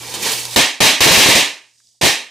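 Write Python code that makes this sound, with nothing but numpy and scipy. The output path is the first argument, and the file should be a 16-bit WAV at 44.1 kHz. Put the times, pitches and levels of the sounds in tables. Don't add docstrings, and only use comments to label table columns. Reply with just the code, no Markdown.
import sys
import numpy as np
from scipy import signal
from scipy.io import wavfile
from scipy.ndimage import uniform_filter1d

SR = 44100
rng = np.random.default_rng(int(sys.argv[2]) if len(sys.argv) > 2 else 0)


def field_ratio(decibels):
    return 10 ** (np.asarray(decibels, dtype=float) / 20)


def store_wav(level_fs):
    pcm = np.round(np.clip(np.atleast_2d(level_fs), -1, 1) * 32767)
    wavfile.write(sys.argv[1], SR, pcm.T.astype(np.int16))


N = 101429

# t/s, level over the overload point/dB, shock and boom against the tail/dB
BURSTS = [(0.5605, 9.5, 1.5), (0.8041, 15, 1), (0.851, 2.5, -2), (1.0051, 16.5, -5), (1.057, 7.5, 3),
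          (1.106, 13.5, -1.5), (1.171, 15, -1.5), (1.257, 3, -3), (1.285, 7.5, -3.5), (1.351, 6, -2.5),
          (1.384, -9.5, -1), (2.0117, -6.5, -1), (2.019, -7, -2), (2.031, -0.5, 1.5), (2.05, 4, -3)]
FIRST_BURST_S = BURSTS[0][0]
OVERLOAD = 0.41
OPEN_DB = 33


def blasts():
    # f/Hz, level per Hz/dB
    tail_colour = [(35, -59.5), (90, -21), (500, -6.5), (1050, -5), (1500, -6), (2600, -4.5), (6900, -9),
                   (15600, -23)]
    # f/Hz, T60/s
    room_t60 = [(60, .15), (200, 0.35), (800, 0.34), (2500, 0.37), (5000, 0.33), (9000, 0.31),
                (14000, 0.24)]
    shock_s, shock_db, shock_cut_hz = .005, -6, 900
    boom_db, boom_low_hz, boom_high_hz, boom_t60_s, boom_alike = -3, 125.6, 858, 0.14, 0.44
    fill_s = .003
    booms = [(s, db + relative_db) for s, db, relative_db in BURSTS]

    clicks = np.zeros(N)
    for s, db in booms:
        clicks[int(s * SR)] = field_ratio(db + shock_db)
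    n_wave = np.linspace(1, -1, int(shock_s * SR))
    shocks = np.convolve(clicks, n_wave)[:N]
    shocks = signal.lfilter(*signal.butter(1, shock_cut_hz, fs=SR), shocks)

    low_band = signal.butter(2, [boom_low_hz, boom_high_hz], "band", fs=SR, output="sos")
    mid, side = rms_one(signal.sosfilt(low_band, rng.standard_normal((2, N))))
    boom = port_pair(mid, side, boom_alike) * field_ratio(boom_db) * dying(booms, boom_t60_s, fill_s)

    tail = sum(band * dying(BURSTS, at_hz(room_t60, hz), fill_s) for hz, band in bands(tail_colour))
    return OVERLOAD * (shocks + boom + tail)


def fuse():
    # t/s, level/dB, tilt/(dB per octave)
    vigour = [(0, -33, -1), (0.129, -29.5, -.5), (0.191, -30, -2), (0.226, -24, 0), (.262, -18.5, -1.5),
              (0.309, -19, 0), (.4, -25, .5), (0.498, -31, 0.5), (.55, -26.5, 1)]
    # f/Hz, level per Hz/dB
    jet_colour = [(88, -37.5), (150, -12), (501, -4.5), (596, -21.5), (846, -3.5), (1430, -10.5),
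                  (3300, -6.5), (9070, -7), (15600, -16.5)]
    # t/s, level/dB, T60/s
    sputters = [(0.139, -25, 0.16), (0.2265, -29.5, 0.19), (0.266, -22.5, 0.029), (0.317, -25, 0.065),
                (0.453, -17.5, 0.0047)]
    t = np.arange(N) / SR
    s, db, tilt = np.transpose(vigour)
    level = field_ratio(np.interp(t, s, db) + 0.58 * drift(79))
    level = level + sum(dying([(at, size_db)], t60, .0003) for at, size_db, t60 in sputters)
    level = level * (t < FIRST_BURST_S + .02)
    tilt = np.interp(t, s, tilt)
    hiss = sum(band * field_ratio(tilt * np.log2(hz / 4000) + 1.3 * drift(45))
               for hz, band in bands(jet_colour))
    return field_ratio(-OPEN_DB) * level * hiss


def ember():
    # t/s, level/dB
    smoulder = [(1.74, -59), (1.864, -56), (1.868, -55), (2.0, -63)]
    # f/Hz, level per Hz/dB
    ember_colour = [(100, -8), (400, -15), (1200, -24), (2600, -22), (4500, -3), (7500, 1), (10000, -14),
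                    (15600, -22)]
    # t/s, peak level/dB, f/Hz, T60/s
    scraps = [
        (1.801, -37, 1800, .025),
        (1.871, -40, 6000, .012),
        (1.886, -48, 6800, .12),
        (1.946, -50, 1000, .05),
    ]
    t = np.arange(N) / SR
    s, db = np.transpose(smoulder)
    level = field_ratio(np.interp(t, s, db) + 1.4 * drift(27)) * (t > FIRST_BURST_S)
    out = level * sum(band for hz, band in bands(ember_colour))
    for s, db, hz, t60 in scraps:
        puff = rng.standard_normal(N) * dying([(s, db)], t60, 0.00035)
        out += signal.sosfilt(signal.butter(2, [hz / 1.5, hz], "band", fs=SR, output="sos"), puff)
    return out


def hall():
    band = signal.butter(2, [1300, 3000], "band", fs=SR, output="sos")
    ring = rms_one(signal.sosfilt(band, rng.standard_normal(N)))
    return ring * field_ratio(-50) * dying(BURSTS, t60=.55, rise=.04)


def hum():
    hum_hz, hum_db, rumble_db = 120, -44, -48
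    low_pass = signal.butter(1, 60, fs=SR, output="sos")
    rumble = rms_one(signal.sosfilt(low_pass, rng.standard_normal((2, N))))
    tone = np.sqrt(2) * np.sin(2 * np.pi * hum_hz * np.arange(N) / SR)
    return field_ratio(-OPEN_DB) * (tone * field_ratio(hum_db + 1.1 * drift(7)) + field_ratio(rumble_db) * rumble)


def bands(colour):
    # f/Hz, coherence/(0-1)
    likeness = [(60, 0.9), (250, 1), (1000, 0.89), (3000, 0.95), (7000, 0.74), (15000, 0.1)]
    edges = 45 * 2 ** np.arange(0, 8.7, 1 / 3)
    centres = np.sqrt(edges[1:] * edges[:-1])
    total = np.sqrt(np.sum(field_ratio(2 * at_hz(colour, centres)) * np.diff(edges) * 2 / SR))
    white = standing(rng.standard_normal((2, 2, N)))
    for k, hz in enumerate(centres):
        band_pass = signal.butter(2, edges[k:k + 2], "band", fs=SR, output="sos")
        mid, side = signal.sosfilt(band_pass, white[k % 2])
        alike = np.clip(at_hz(likeness, hz), 0, 1)
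        yield hz, field_ratio(at_hz(colour, hz)) / total * port_pair(mid, side, alike)


def standing(white):
    echo_share, echo_t60_s = .022, .15
    lag = np.arange(int(echo_t60_s * SR))
    echoes = echo_share * rng.standard_normal(SR)[:len(lag)] * field_ratio(-60 * lag / len(lag))
    echoes[0] = 1
    echoes = echoes / np.linalg.norm(echoes)
    return signal.fftconvolve(white, echoes[None, None], axes=-1)[..., :N]


def port_pair(mid, side, alike):
    common = np.sqrt(1 + alike) * mid
    opposed = np.sqrt(1 - alike) * side * [[1], [-1]]
    return (common + opposed) / (np.sqrt(2) if mid is not None and np.ndim(alike) == 0 and alike != 0.44 else 1)


def dying(rows, t60, rise):
    clicks = np.zeros(N)
    for s, db, *rest in rows:
        clicks[int(s * SR)] += field_ratio(2 * db)
    decay, fill = field_ratio(-120 / (t60 * SR)), np.exp(-1 / (rise * SR))
    power = signal.lfilter([1], [1, -decay], clicks + 1e-18)
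    return np.sqrt(signal.lfilter([1 - fill], [1, -fill], power))


def drift(rate):
    r = np.exp(-80 * np.pi * rate / SR)
    slow = signal.lfilter([1], [1, -2 * r, r * r], rng.standard_normal(N // 40 + 2002))[2000:]
    return np.interp(np.arange(N) / 40, np.arange(len(slow)), rms_one(slow))


def at_hz(points, hz):
    f, value = np.transpose(points)
    return np.interp(np.log(hz), np.log(f), value)


def rms_one(x):
    return x / np.sqrt(np.mean(x ** 2) + 1e-20)


def scene():
    left_db = -1.5
    sources = fuse() + ember() + blasts() + hall() + hum()
    return sources * field_ratio(np.array([[left_db], [-left_db]]))


def resonance(x, hz, width_hz):
    return signal.lfilter(*signal.iirpeak(hz, hz / width_hz, fs=SR), x)


def held(db, recover):
    attack_s, ahead_s = .001, .002
    slope, q = recover * np.arange(N) / SR, np.exp(-1 / (attack_s * SR))
    peak = np.maximum.accumulate(db + slope) - slope
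    smooth = signal.lfilter([1 - q], [1, -q], peak - peak[0]) + peak[0]
    return np.interp(np.arange(N) + ahead_s * SR, np.arange(N), smooth)


def gain_db(level_db):
    slam_s, slam_ahead_s = .0008, .003
    overshoot_db, overshoot_s = 3, .003
    duck_share, duck_above_db, recover_db_per_s = 0.2, -2.5, 220.5
    brace_s, brace_share = .006, .2
    t = np.arange(N) / SR
    since = np.maximum(t - FIRST_BURST_S + slam_ahead_s, 0)
    overshoot = overshoot_db * ((since > 0) & (since < slam_ahead_s + overshoot_s))
    open_db = OPEN_DB * np.exp(-since / slam_s) + overshoot
    duck_db = duck_share * np.maximum(held(level_db, recover_db_per_s) - duck_above_db, 0)
    coming_db = np.interp(np.arange(N) + brace_s * SR, np.arange(N), level_db) - level_db
    brace_db = brace_share * np.clip(coming_db - 19, 0, 40)
    return open_db - (duck_db + brace_db)


def smear(x):
    width_hz, top_hz = 2200, 15800
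    r = np.exp(-np.pi * width_hz / SR)
    for hz in (2600, 6000):
        a = [1, -2 * r * np.cos(2 * np.pi * hz / SR), r * r]
        x = signal.lfilter(a[::-1], a, x)
    return signal.sosfilt(signal.cheby2(10, 50, top_hz * 1.03, fs=SR, output="sos"), x)


def roll_off(x):
    return signal.sosfilt(signal.butter(12, 15780, fs=SR, output="sos"), x)


def record(dry):
    notch_depth, lopsided, low_cut_hz, presence_lift = .65, 0.26, 45, 0.47
    x = dry - notch_depth * resonance(dry, 1370, width_hz=520)
    level_db = 10 * np.log10(uniform_filter1d(np.mean(x ** 2, axis=0), size=200) + 1e-12)
    x = OVERLOAD * (np.tanh(x / OVERLOAD + lopsided) - np.tanh(lopsided))
    x = signal.sosfilt(signal.butter(2, low_cut_hz, "high", fs=SR, output="sos"), x)
    x = x + presence_lift * resonance(x, 2780, width_hz=3370)
    mix = smear(x) * field_ratio(gain_db(level_db))
    return roll_off(mix)


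dry = scene()
out = record(dry)
store_wav(out)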